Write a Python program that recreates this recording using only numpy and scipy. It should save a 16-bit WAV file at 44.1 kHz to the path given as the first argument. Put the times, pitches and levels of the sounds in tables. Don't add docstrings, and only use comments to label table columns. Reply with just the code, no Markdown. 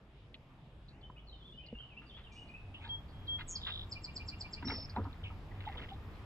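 import sys
import numpy as np
from scipy import signal
from scipy.fft import rfft, irfft, next_fast_len
from scipy.io import wavfile
from scipy.ndimage import uniform_filter1d, map_coordinates

SR = 44100
rng = np.random.default_rng(int(sys.argv[2]) if len(sys.argv) > 2 else 0)


def pcm_store(signal):
    levels = np.round(np.clip(np.atleast_2d(signal), -1, 1) * 32767)
    wavfile.write(sys.argv[1], SR, levels.astype(np.int16).T)


def gain_from_decibels(decibels):
    exponent = np.asarray(decibels, float) / 20
    return 10 ** exponent


N = 275625
MOVED_S = 2.6


def at_hz(points, hz):
    points = np.array(points)
    return np.interp(np.log(hz + 1), np.log(points[:, 0] + 1), points[:, 1])


def rms_one(x):
    return x / np.sqrt(np.mean(x ** 2) + 1e-20)


def add(track, s, sound):
    i = round(s * SR)
    track[i:i + len(sound)] += sound[:N - i]


def drift(rate):
    knots = rng.standard_normal(int(rate * N / SR) + 4)
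    steps = np.arange(0, N + 32, 32)
    return np.interp(np.arange(N), steps, map_coordinates(knots, [steps * rate / SR], order=3))


def bandpass(x, band_hz, order):
    return signal.sosfilt(signal.butter(order, band_hz, "band", fs=SR, output="sos"), x)


def resonate(x, hz, width_hz):
    r = np.exp(-np.pi * width_hz / SR)
    zeros = np.array([1, 0, -1]) * (1 - r * r) / 2
    poles = [1, -2 * r * np.cos(2 * np.pi * hz / SR), r * r]
    return signal.lfilter(zeros, poles, x)


def sweep(length_s, from_hz, to_hz, edge, wobble_hz=0):
    n = round(length_s * SR)
    wobble = wobble_hz * np.interp(np.arange(n), np.linspace(0, n, 8), rng.standard_normal(8))
    turns = np.cumsum(np.linspace(from_hz, to_hz, n) + wobble) / SR + rng.random()
    return np.sin(2 * np.pi * turns) * signal.windows.tukey(n, np.clip(edge, 0, 1))


def whistle(rows):
    s, hz, level_db = np.transpose(rows)
    t = np.arange(s[0], s[-1], 1 / SR)
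    wave = np.sin(2 * np.pi * np.cumsum(np.interp(t, s, hz)) / SR)
    return np.sqrt(2) * gain_from_decibels(np.interp(t, s, level_db)) * wave * signal.windows.tukey(len(t), .12)


# (frequency [Hz], left lead [rad])
FAR_PORTS = [(0, 0), (800, 0), (1400, .3), (2000, 1.5), (2900, 1.1), (3300, 2.1), (4600, 1.8), (5500, 0),
             (9000, 0)]
NEAR_PORTS = [(0, 0), (1100, .3), (2000, .7), (2350, -2.1), (3000, -2.2), (3700, -4), (4300, -4.2),
              (4600, -5.5), (5700, -5.9), (7000, -6.3), (9000, -6.5)]
WHISTLER_PORTS = [(0, 0), (3274, -2.3)]


def ports(x, lead):
    size = next_fast_len(N + 2048)
    turn = np.exp(.5j * at_hz(lead, np.arange(size // 2 + 1) * SR / size))
    return irfft(rfft(x, size) * np.array([turn, 1 / turn]), size)[:, :N]


def outdoors(x, lead, echo_s, echo_db, bush_db, bush_t60, trees_db, trees_t60, clear=0):
    t = np.arange(SR) / SR
    bush = gain_from_decibels(bush_db - 60 * t / bush_t60) / np.sqrt(bush_t60)
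    trees = gain_from_decibels(trees_db - 60 * t / trees_t60) / np.sqrt(trees_t60)
    scatter = rng.standard_normal((2, SR)) * (bush + trees) * (t > .004) * np.sqrt(2 * np.log(1000) / SR)
    direct = x + gain_from_decibels(echo_db) * np.roll(x, round(echo_s * SR))
    return ports(direct + clear, lead) + signal.fftconvolve(x[None], scatter, axes=1)[:, :N]


# (frequency [Hz], density [dB per Hz])
FAR_AIR = [(12, -37), (25, -9), (50, -3), (125, -10), (250, -16.5), (500, -21.5), (900, -23.5),
           (1600, -31.5), (2600, -31), (4000, -39), (5600, -59), (8000, -49), (12500, -79.5), (17000, -52)]
NEAR_AIR = [(12, -5.5), (25, -3), (100, -6.5), (250, -17), (500, -25.5), (900, -23.5), (1500, -30.5),
            (2700, -33.5), (4100, -41), (5500, -55), (8000, -56.5), (10000, -55), (12500, -60.5),
            (17000, -52.5)]
# (frequency [Hz], width [Hz], level against the air [dB])
FAR_DRONE = [(53.17, 2.5, -5.5), (130.1, 19.2, -6.5)]
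NEAR_DRONE = [(70.86, 4.5, -5.5), (94.5, 8, -3.5)]
# (frequency [Hz], likeness [-1..1])
LIKENESS = [(25, 0.8), (60, .99), (240, .99), (470, 0.95), (940, 0.83), (1880, 0), (3750, 0.2),
            (7500, 0.52), (14000, 0.4)]


def air(spectrum, drone, top_hz, patchy_db):
    out, together = 0, drift(2.5)
    edges_hz = 20 * 2 ** np.arange(0, 10.1, .5)
    white = rng.standard_normal((2, 2, N))
    for k, (low, high) in enumerate(zip(edges_hz, edges_hz[1:])):
        mid, side = bandpass(white[k % 2], [low, high], 2)
        hz = np.sqrt(low * high)
        alike = np.clip(at_hz(LIKENESS, hz), -1, 1)
        gain = gain_from_decibels(at_hz(spectrum, hz) + patchy_db * (0.2 * together + drift(9.2)))
        out = out + gain * (np.sqrt(1 + alike) * mid + np.sqrt(1 - alike) * side * [[1], [-1]])
    out = rms_one(out)
    for hz, width_hz, level_db in drone:
        hum = resonate(resonate(rng.standard_normal(N), hz, width_hz), hz, width_hz)
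        out = out + gain_from_decibels(level_db) * rms_one(hum)
    return signal.sosfilt(signal.cheby2(12, 60, top_hz, fs=SR, output="sos"), out)


# (time [s], peak [dB], colour [Hz], fall [ms])
SCUFFS = [(2.008, -50, 1540, 10.7), (2.158, -47.5, 1820, 11.5), (2.808, -47, 2530, 18),
          (3.38, -33.5, 2160, 9.8), (3.654, -35.5, 2050, 12), (5.72, -45, 310, 31.6), (5.812, -49, 1900, 8)]
BANGS = [(4.624, -40, 1700, 7), (4.669, -40, 1490, 27), (4.696, -32, 1700, 12), (4.735, -42.5, 1500, 22),
         (5.604, -48, 2020, 7), (5.687, -40, 2600, 2.4), (4.707, -41, 1280, 8.9), (4.714, -41, 890, 16),
         (4.641, -46, 890, 9), (5.723, -51, 2400, 6), (5.794, -56, 2200, 3), (5.819, -47, 2000, 5)]
KNOCKS = [(0.3408, -41, 2900, 6.5), (1.098, -54, 1070, 4.5), (1.753, -57, 1300, 3), (1.802, -55, 1280, 3.1),
          (2.312, -58.5, 4900, 72), (4.199, -42, 60, 14), (4.641, -36, 191, 62), (4.70, -41, 354, 37),
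          (4.881, -52, 1267, 19), (4.961, -34.5, 1050, 22), (4.963, -38.5, 600, 15),
          (5.039, -56, 3500, 5.5), (5.046, -40.5, 1020, 24), (5.604, -45, 2770, 7.7),
          (5.722, -51, 2900, 9.6), (4.975, -37, 405, 27), (4.944, -49, 1100, 22), (5.008, -50, 1300, 22),
          (4.962, -44, 1900, 9), (2.812, -71.5, 5770, 45), (4.651, -41.5, 306, 25)]
TICKS = [(0.88, -53, 4120, 21), (1.011, -63, 4170, 7.7), (1.659, -51, 4400, 15), (3.08, -61, 4280, 39),
         (3.268, -49.5, 4030, 13.4), (4.645, -49.5, 2020, 5.8), (4.772, -46.5, 600, 20),
         (4.893, -45, 4650, 14), (4.957, -48, 3700, 10), (5.128, -48, 3780, 3), (5.303, -53.5, 1200, 11.6),
         (5.516, -56, 1910, 7.1), (5.635, -58, 1610, 9.3), (5.656, -46, 3370, 16), (5.672, -47, 2050, 18),
         (5.721, -53, 1940, 10), (5.756, -48, 920, 5.5), (5.77, -37.5, 3290, 12.5), (5.84, -45.5, 2130, 6),
         (5.888, -44, 3230, 6.6), (5.93, -50, 3580, 12), (2.318, -71, 8200, 120), (2.325, -83, 8950, 40),
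         (4.736, -55, 1870, 5.8), (4.74, -52, 2750, 12), (4.792, -54, 3540, 6), (5.812, -46, 3048, 6.8),
         (5.816, -51, 2130, 10), (5.818, -54, 1410, 8), (5.837, -50, 3020, 13), (5.883, -62, 2100, 6),
         (5.9, -47, 3120, 5), (5.911, -49, 3150, 4), (5.742, -57, 2020, 5.5), (5.683, -47, 3250, 7)]
SLIDES = [(2.47, -62, 4200, 21), (2.735, -42.5, 2900, 17), (2.79, -50, 2420, 39), (2.835, -47, 1620, 18),
          (2.83, -49, 866, 40), (2.865, -53.5, 4100, 20), (5.23, -44, 2860, 33), (2.835, -44.5, 3540, 20),
          (2.755, -53, 3200, 40), (5.228, -45, 3250, 18), (5.235, -46, 2450, 35), (2.775, -55, 850, 40),
          (2.825, -50, 2400, 25), (5.28, -55, 900, 40)]
# (colour width [octaves], rise [share of fall], hold [share of fall], hull ring [dB])
CONTACT_KINDS = [
    (2.2, 1.1, 2.6, 2),
    (2.43, 0.23, 0.13, 1),
    (0.86, 0.17, .1, -5),
    (0.26, 0.17, 0.15, -12),
    (0.29, 0.55, 0.11, -1),
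]


def contacts(near):
    rows = []
    for table, (octaves, rise, hold, ring_db) in zip((SCUFFS, BANGS, KNOCKS, TICKS, SLIDES), CONTACT_KINDS):
        for s, peak_db, hz, fall_ms in table:
            if (s > MOVED_S) == near:
                rows.append((s, peak_db, hz, octaves, rise * fall_ms, abs(hold) * fall_ms, fall_ms, ring_db))
    return rows


# (frequency [Hz], level [dB], t60 [s])
HULL = [(225, -3, .05), (275, -3, .05), (480, -6, .04), (725, -6, .04), (920, -3, .03), (1250, -5, .025),
        (1390, -5, .03), (1650, -3, .035), (1950, -4, .035), (2090, -5, .035), (2480, -5, .03),
        (2770, -6, .03), (3400, -7, .03)]


def knocks(table, ring_db, grit_db):
    out, t_ms = np.zeros(N), np.arange(round(.3 * SR)) * 1000 / SR
    for s, peak_db, hz, octaves, rise_ms, hold_ms, fall_ms, kind_db in table:
        t = t_ms[t_ms < rise_ms + hold_ms + 7 * fall_ms + 60]
        force = np.minimum(t / rise_ms, 1) ** 2 * np.exp(-np.maximum(t - rise_ms - hold_ms, 0) / fall_ms)
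        rough_db = grit_db * rng.standard_normal(len(t) // 40 + 1).repeat(40)[:len(t)]
        grit = rng.standard_normal(len(t)) * gain_from_decibels(rough_db)
        band = np.clip(hz * 2.0 ** (np.array([-.5, .5]) * max(octaves, .05)), 15, .45 * SR)
        rub = bandpass(force * grit, band, 3)
        dull_hz = min(1.25 * band[1], max(4150, 1.6 * hz))
        rub = signal.sosfilt(signal.butter(12, dull_hz, fs=SR, output="sos"), rub)
        rings = 0
        for mode_hz, mode_db, t60 in HULL:
            strength = gain_from_decibels(mode_db + rng.normal(0, 3.8))
            rings = rings + strength * resonate(rub, mode_hz, np.log(1000) / np.pi / min(t60, .06))
        sound = rub + gain_from_decibels(ring_db + kind_db) * rings
        add(out, s, gain_from_decibels(peak_db) * sound / np.abs(sound).max())
    return out


# (time [s], length [s], pitch [Hz], peak [dB])
HELD_NOTES = [(1.004, 0.049, 3460, -67.5), (1.019, 0.048, 3048, -57.5), (1.159, 0.019, 2550, -63.5),
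              (1.166, 0.032, 2920, -57.5), (1.293, 0.012, 3936, -52.5), (1.439, 0.052, 3520, -57.5),
              (1.475, 0.033, 3350, -56), (1.495, 0.047, 3466, -60.5), (1.525, 0.045, 2895, -61.5),
              (1.583, 0.069, 2504, -60), (1.624, 0.045, 2770, -58.5), (1.665, 0.033, 2890, -60.5),
              (1.74, 0.06, 2800, -50), (1.781, .04, 3130, -49.5), (1.809, 0.058, 2950, -58),
              (1.965, 0.03, 2750, -48.5), (2.098, .047, 3123, -55.5), (2.166, .05, 3070, -64),
              (2.183, 0.023, 3530, -62), (2.23, 0.017, 3830, -64), (2.263, 0.029, 2770, -59),
              (2.353, 0.058, 2890, -54.5), (2.413, 0.025, 2874, -49.5), (2.477, 0.058, 2477, -57.5),
              (1.704, .04, 2320, -67.5), (1.927, 0.055, 2390, -64.5), (6.127, .04, 4140, -74),
              (1.562, 0.04, 5020, -81), (1.657, 0.027, 2120, -68.5), (1.684, 0.01, 2850, -57)]
# (time [s], length [s], from [Hz], to [Hz], peak [dB])
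SLURS = [(.898, 0.1, 2410, 3140, -72), (1.263, 0.048, 4560, 3850, -62), (1.316, 0.045, 3300, 2750, -58),
         (1.38, .059, 3570, 3340, -66.5), (1.408, 0.042, 3050, 3506, -59), (1.571, 0.034, 3100, 2980, -53),
         (1.881, 0.065, 2870, 2340, -61), (2.056, 0.05, 4880, 4100, -66.5), (2.089, .028, 3850, 3080, -56),
         (1.172, 0.034, 2480, 2130, -67.5), (1.177, 0.033, 2720, 3630, -62.5),
         (1.306, 0.074, 3850, 3490, -64), (2.134, .045, 3200, 3550, -56), (2.236, 0.034, 3155, 2920, -60.5),
         (2.288, 0.068, 2620, 2230, -62), (2.349, 0.043, 2412, 2540, -60), (2.529, 0.057, 2486, 2770, -50)]
HELD_RISE = 0.03


def warbler():
    out = np.zeros(N)
    held = [(s, length_s, hz * (1 - HELD_RISE / 2), hz * (1 + HELD_RISE / 2), db)
            for s, length_s, hz, db in HELD_NOTES]
    for s, length_s, from_hz, to_hz, peak_db in held + SLURS:
        add(out, s, gain_from_decibels(peak_db) * sweep(length_s, from_hz, to_hz, edge=0.69, wobble_hz=45))
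    return out * gain_from_decibels(1.4 * drift(60) + 3.8 * drift(260))


# (time [s], peak [dB], frequency [Hz], t60 [ms])
BLOWS = [(1.099, -44.5, 994, 30), (1.101, -45, 176, 32), (1.7267, -37, 227, 67), (1.7275, -40, 472, 37),
         (1.74, -42, 54.5, 330), (4.626, -44.5, 138, 140), (4.627, -40.5, 280, 82),
         (4.6835, -33.5, 3930, 24), (4.963, -31, 883, 30), (4.98, -41, 278, 200), (4.99, -35, 95, 500),
         (5.066, -41, 270, 84), (4.627, -44, 1530, 33), (4.628, -42.5, 944, 46), (4.706, -32, 2210, 23),
         (4.699, -38.5, 890, 35), (5.687, -49, 2100, 25), (4.982, -48, 274, 82), (5.302, -48, 1250, 45),
         (5.515, -51, 1950, 25), (5.723, -49, 1950, 35), (5.742, -50, 1950, 22), (5.841, -47, 2120, 30),
         (5.772, -48, 3300, 22), (5.659, -51, 3250, 30), (5.839, -51, 3000, 20), (5.758, -48, 900, 25),
         (4.716, -42, 900, 50), (4.963, -43, 1650, 30), (4.698, -42, 1450, 20), (5.606, -50, 2900, 12),
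         (5.238, -50, 3200, 45), (4.652, -43, 330, 70)]
# (time [s], peak [dB], frequency [Hz], t60 [ms])
PUSHES = [(4.964, -36, 215.5, 130), (4.964, -35.5, 972, 68), (4.965, -40.5, 726, 77), (4.967, -43, 400, 67),
          (4.64, -40, 202, 85), (5.666, -39.5, 790, 18), (5.671, -33, 854, 41), (5.692, -40, 790, 40),
          (5.912, -42, 785, 74), (4.972, -42, 262, 90), (4.645, -42, 110, 200), (4.755, -42, 95, 200)]
SWELL_SHARE, PUSH_SWELL_SHARE = 0.038, 0.17


def blows(near):
    out, t_ms = np.zeros(N), np.arange(round(.5 * SR)) * 1000 / SR
    for table, share in ((BLOWS, SWELL_SHARE), (PUSHES, PUSH_SWELL_SHARE)):
        for s, peak_db, hz, t60_ms in table:
            if (s > MOVED_S) != near:
                continue
            rise_ms = share * t60_ms
            rise = np.sin(np.pi / 2 * t_ms / rise_ms) ** 2
            swell = np.where(t_ms < rise_ms, rise, gain_from_decibels(-60 * (t_ms - rise_ms) / t60_ms))
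            add(out, s, -gain_from_decibels(peak_db) * swell * np.sin(2 * np.pi * hz * t_ms / 1000))
    return out


# (middle [s], spread [s], level [dB])
RUMMAGE = [(3.17, 0.79, -86), (4.62, 0.11, -72.5), (5.1, 0.31, -68), (5.79, 0.18, -57), (4.71, .06, -57)]


def rummage(per_s, size_db):
    t = np.arange(N) / SR
    busy = sum(gain_from_decibels(level_db) * np.exp(-((t - s) / spread_s) ** 2) for s, spread_s, level_db in RUMMAGE)
    struck = rng.random(N) < per_s * gain_from_decibels(5.0 * drift(18)) / SR
    ticks = struck * gain_from_decibels(size_db * np.minimum(rng.exponential(1, N), 4))
    dealt = rng.integers(0, len(HULL), N)
    rings = sum(gain_from_decibels(mode_db) * resonate(ticks * (dealt == k) + 1e-18, hz, 0.1 * hz)
                for k, (hz, mode_db, _) in enumerate(HULL))
    dulled = signal.sosfilt(signal.butter(4, 4200, fs=SR, output="sos"), rings)
    return busy * rms_one(dulled)


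# (time [s], hold [s], level [dB])
WHISTLES = [(2.887, 0.066, -39.5), (3.119, 0.16, -66), (3.275, 0.085, -36.5), (3.522, .07, -56)]
WHISTLE_HZ = 3274
WHISTLE_ATTACK_S, WHISTLE_START_DB = 0.02, -9
WHISTLE_DROP_S, WHISTLE_DROP_DB = .014, -9
WHISTLE_RELEASE_S, WHISTLE_END_DB = 0.05, -18


def whistler():
    out = np.zeros(N)
    for s, hold_s, level_db in WHISTLES:
        times = s + np.array([0, WHISTLE_ATTACK_S, hold_s, hold_s + WHISTLE_DROP_S, hold_s + WHISTLE_RELEASE_S])
        levels = level_db + np.array([WHISTLE_START_DB, 0, 0, WHISTLE_DROP_DB, WHISTLE_END_DB])
        add(out, s, whistle(np.transpose([times, np.full(len(times), WHISTLE_HZ), levels])))
    return out


# (start [s], sweeps [count], first gap [ms], growth per gap [ms])
BUZZ_TIMING = [(3.463, 10, 5.75, 0), (3.4805, 13, 5.75, 0), (3.4985, 10, 5.75, 0), (3.6142, 13, 17.4, .086),
               (3.6192, 13, 17.4, .086), (3.607, 14, 17.4, .086), (3.627, 13, 17.4, .086),
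               (4.6585, 10, 20.3, .3), (4.6555, 10, 20.3, .3)]
# (length [s], from [Hz], to [Hz], peak [dB])
BUZZ_SWEEPS = [(0.0245, 8270, 7100, -54.5), (0.005, 7050, 6380, -38.5), (0.0031, 6160, 5450, -49),
               (0.0062, 2900, 4150, -34), (0.0045, 2900, 4100, -36), (0.011, 3900, 3600, -45),
               (0.007, 4800, 5100, -61.5), (0.006, 5350, 4300, -42), (0.0025, 2500, 5600, -45)]


def buzzes():
    out = np.zeros(N)
    for (start, count, gap_ms, longer_ms), (length_s, from_hz, to_hz, peak_db) in zip(BUZZ_TIMING, BUZZ_SWEEPS):
        k = np.arange(count)
        times = start + (k * gap_ms + k ** 2 * longer_ms / 2) / 1000
        swells = np.sin(np.pi * ((k + 0.21) / (count + 0.5)) ** 0.68) ** 0.71
        for s, swell in zip(times, swells):
            level = swell * gain_from_decibels(peak_db + rng.normal(0, 2.2))
            add(out, s, level * sweep(length_s, from_hz, to_hz, edge=.9))
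    return out


# (time [s], peak [dB])
CHIPS = [(3.5575, -33), (3.923, -36), (4.0448, -37.5), (4.1648, -36.5), (4.287, -36.5), (4.4106, -37),
         (4.5354, -37)]
CHIP_S, CHIP_FROM_HZ, CHIP_TO_HZ = 0.0165, 5650, 3850
SNAP_DELAY_S, SNAP_S, SNAP_DB, SNAP_FROM_HZ, SNAP_TO_HZ = 0.012, 0.003, -5, 4960, 4300
CHIP_HISS_S, CHIP_HISS_HZ, CHIP_HISS_WIDTH_HZ, CHIP_HISS_DB = 0.077, 6260, 3200, -40


def chips():
    out = np.zeros(N)
    for s, peak_db in CHIPS:
        add(out, s - .005, gain_from_decibels(peak_db - 0.5) * sweep(CHIP_S, CHIP_FROM_HZ, CHIP_TO_HZ, edge=0.8))
        add(out, s + SNAP_DELAY_S, gain_from_decibels(peak_db + SNAP_DB) * sweep(SNAP_S, SNAP_FROM_HZ, SNAP_TO_HZ, edge=0.31))
        hiss = rng.standard_normal(round(CHIP_HISS_S * SR))
        for _ in range(2):
            hiss = resonate(hiss, CHIP_HISS_HZ, CHIP_HISS_WIDTH_HZ)
        add(out, s - CHIP_HISS_S / 2, gain_from_decibels(peak_db + CHIP_HISS_DB) * rms_one(hiss) * np.hanning(len(hiss)))
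    return out


# (delay [s], length [s], from [Hz], to [Hz], level against the chip [dB])
CHIP_PARTNERS = [(-0.017, 0.042, 7590, 7560, -22.5), (.026, 0.04, 2370, 2370, -12),
                 (0.036, 0.036, 2590, 2610, -20), (-.012, 0.014, 5300, 5400, -15),
                 (-0.025, 0.03, 7050, 7200, -33), (-.032, .022, 7560, 7600, -33),
                 (.066, .05, 2780, 2740, -25), (.034, .04, 2820, 2860, -23)]


def chip_partners():
    out = np.zeros(N)
    for s, peak_db in CHIPS[1:]:
        for delay_s, length_s, from_hz, to_hz, level_db in CHIP_PARTNERS:
            level = gain_from_decibels(peak_db + level_db + rng.normal(0, 1.5))
            add(out, s + delay_s, level * sweep(length_s, from_hz, to_hz, edge=0.75, wobble_hz=25))
    return out


TRILL_S, TRILL_HOLD_S, TRILL_DB, TRILL_SAG_DB = 4.644, 0.214, -43, -8
TRILL_HZ, TRILL_SAG_HZ, TRILL_ATTACK_S, TRILL_RELEASE_S = 5455, -140, 0.011, 0.01
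TRILL_PEAK_S, TRILL_ENTRY_DB = .032, -8
STROKE_FALL_HZ, STROKE_SWELL_DB, BREAK_DELAY_S, BREAK_S = 140, 6, .0055, .002


def trill_tone():
    t, end = np.arange(N) / SR, TRILL_S + TRILL_HOLD_S
    start, count, gap_ms, longer_ms = BUZZ_TIMING[-1]
    k = np.arange(-1, count + 1)
    breaks = start + BREAK_DELAY_S + (k * gap_ms + k ** 2 * longer_ms / 2) / 1000
    position = np.interp(t, breaks, k)
    stroke = position % 1 - .5
    hz = np.interp(t, [TRILL_S, end], [TRILL_HZ, TRILL_HZ + TRILL_SAG_HZ]) - STROKE_FALL_HZ * stroke
    times = [TRILL_S, TRILL_S + TRILL_ATTACK_S, TRILL_S + TRILL_PEAK_S, end, end + TRILL_RELEASE_S]
    levels = [-30, TRILL_ENTRY_DB, 0, TRILL_SAG_DB, -40]
    level_db = TRILL_DB + np.interp(t, times, levels, left=-200, right=-200)
    nearest = np.interp(np.round(position), k, breaks)
    gaps = np.exp(-((t - nearest) / BREAK_S) ** 2) * (t > breaks[1] + .01)
    wave = np.sqrt(2) * np.sin(2 * np.pi * np.cumsum(hz) / SR) * (1 - .8 * gaps)
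    swell_db = uniform_filter1d(STROKE_SWELL_DB * stroke, size=64)
    return wave * gain_from_decibels(level_db + swell_db + 2.2 * drift(300))


FAR_DB, FAR_FADES_S, FAR_GONE_S = -58, 2.37, 4.1
NEAR_DB, NEAR_ENTERS_S, NEAR_FULL_S, NEAR_GROWS_DB_PER_S = -50.5, 1.66, 3.27, 0.6
AIR_TOP_HZ = 16400
SOFT_CLEAR_SHARE = .45


def scene():
    t = np.arange(N) / SR
    leaving = np.interp(t, [FAR_FADES_S, FAR_GONE_S], [1, 0])
    far = gain_from_decibels(FAR_DB) * leaving * air(FAR_AIR, FAR_DRONE, AIR_TOP_HZ, patchy_db=2.7)
    entering = np.interp(t, [NEAR_ENTERS_S, NEAR_FULL_S], [0, 1])
    near_level = gain_from_decibels(NEAR_DB + NEAR_GROWS_DB_PER_S * (t - NEAR_FULL_S)) * entering
    near = near_level * air(NEAR_AIR, NEAR_DRONE, AIR_TOP_HZ, patchy_db=1.0)

    far_hull = knocks(contacts(near=False), ring_db=3.0, grit_db=3.5) + blows(near=False)
    near_hull = knocks(contacts(near=True), ring_db=3.5, grit_db=2.0) + blows(near=True)
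    near_hull = near_hull + rummage(per_s=890, size_db=5.0)
    hull = ports(far_hull, FAR_PORTS) + ports(near_hull, NEAR_PORTS)

    birds = outdoors(gain_from_decibels(-1.0) * warbler(), FAR_PORTS, echo_s=0.019, echo_db=-10.0,
                     bush_db=-6.5, bush_t60=0.16, trees_db=-6.0, trees_t60=0.98)
    birds += outdoors(whistler(), WHISTLER_PORTS, echo_s=.02, echo_db=-15,
                      bush_db=-18, bush_t60=.2, trees_db=-29, trees_t60=.6)
    soft = buzzes() + chip_partners() + trill_tone()
    birds += outdoors(chips() + (1 - SOFT_CLEAR_SHARE) * soft, NEAR_PORTS, echo_s=.0125, echo_db=-15,
                      bush_db=-8, bush_t60=.17, trees_db=-21, trees_t60=.9, clear=SOFT_CLEAR_SHARE * soft)
    return far + near + birds + hull


def band_limit(x):
    return signal.sosfilt(signal.butter(12, 15750, fs=SR, output="sos"), x)


MASKED_HZ = [6000, 7300, 10000]
# (low [Hz], high [Hz])
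TRILL_BAND_HZ = [5250, 5650]
WIDE_BAND_FROM_S, NARROW_HZ, LOUD_BIRD_TOP_HZ, RAGGED_HZ = 2.93, 12800, 8400, 14300
TOP_LOST_SHARE = .95


def record(dry):
    def treble(hz):
        return signal.sosfiltfilt(signal.butter(12, hz, "high", fs=SR, output="sos"), dry)

    def gate(x, window, db):
        return uniform_filter1d((uniform_filter1d(x ** 2, size=window) > gain_from_decibels(2 * db)) * 1., size=512)

    top, very_top, topmost = treble(LOUD_BIRD_TOP_HZ), treble(NARROW_HZ), treble(RAGGED_HZ)
    masked, above = (signal.sosfiltfilt(signal.butter(8, band, "band", fs=SR, output="sos"), dry)
                     for band in zip(MASKED_HZ, MASKED_HZ[1:]))
    mono = dry.mean(axis=0)
    bird_loud = gate(bandpass(mono, [3900, 8000], 2), 1536, -54)
    tone = np.roll(bandpass(mono, TRILL_BAND_HZ, 2), 600)
    held, strong = gate(tone, 2048, -53.5), gate(tone, 2048, -46)
    lost = TOP_LOST_SHARE * bird_loud * (1 - held) * top
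    lost = lost + held * masked + (.35 * held + .65 * strong) * above
    for band, spared in ((very_top - topmost, 1.1), (topmost, .2)):
        patches = uniform_filter1d((drift(22) > spared) * 1., size=512)
        lost = lost + (1 - bird_loud) * patches * band
    narrow = np.arange(N) < WIDE_BAND_FROM_S * SR
    return band_limit(dry - np.where(narrow, very_top, lost))


dry = scene()
out = record(dry)
pcm_store(out)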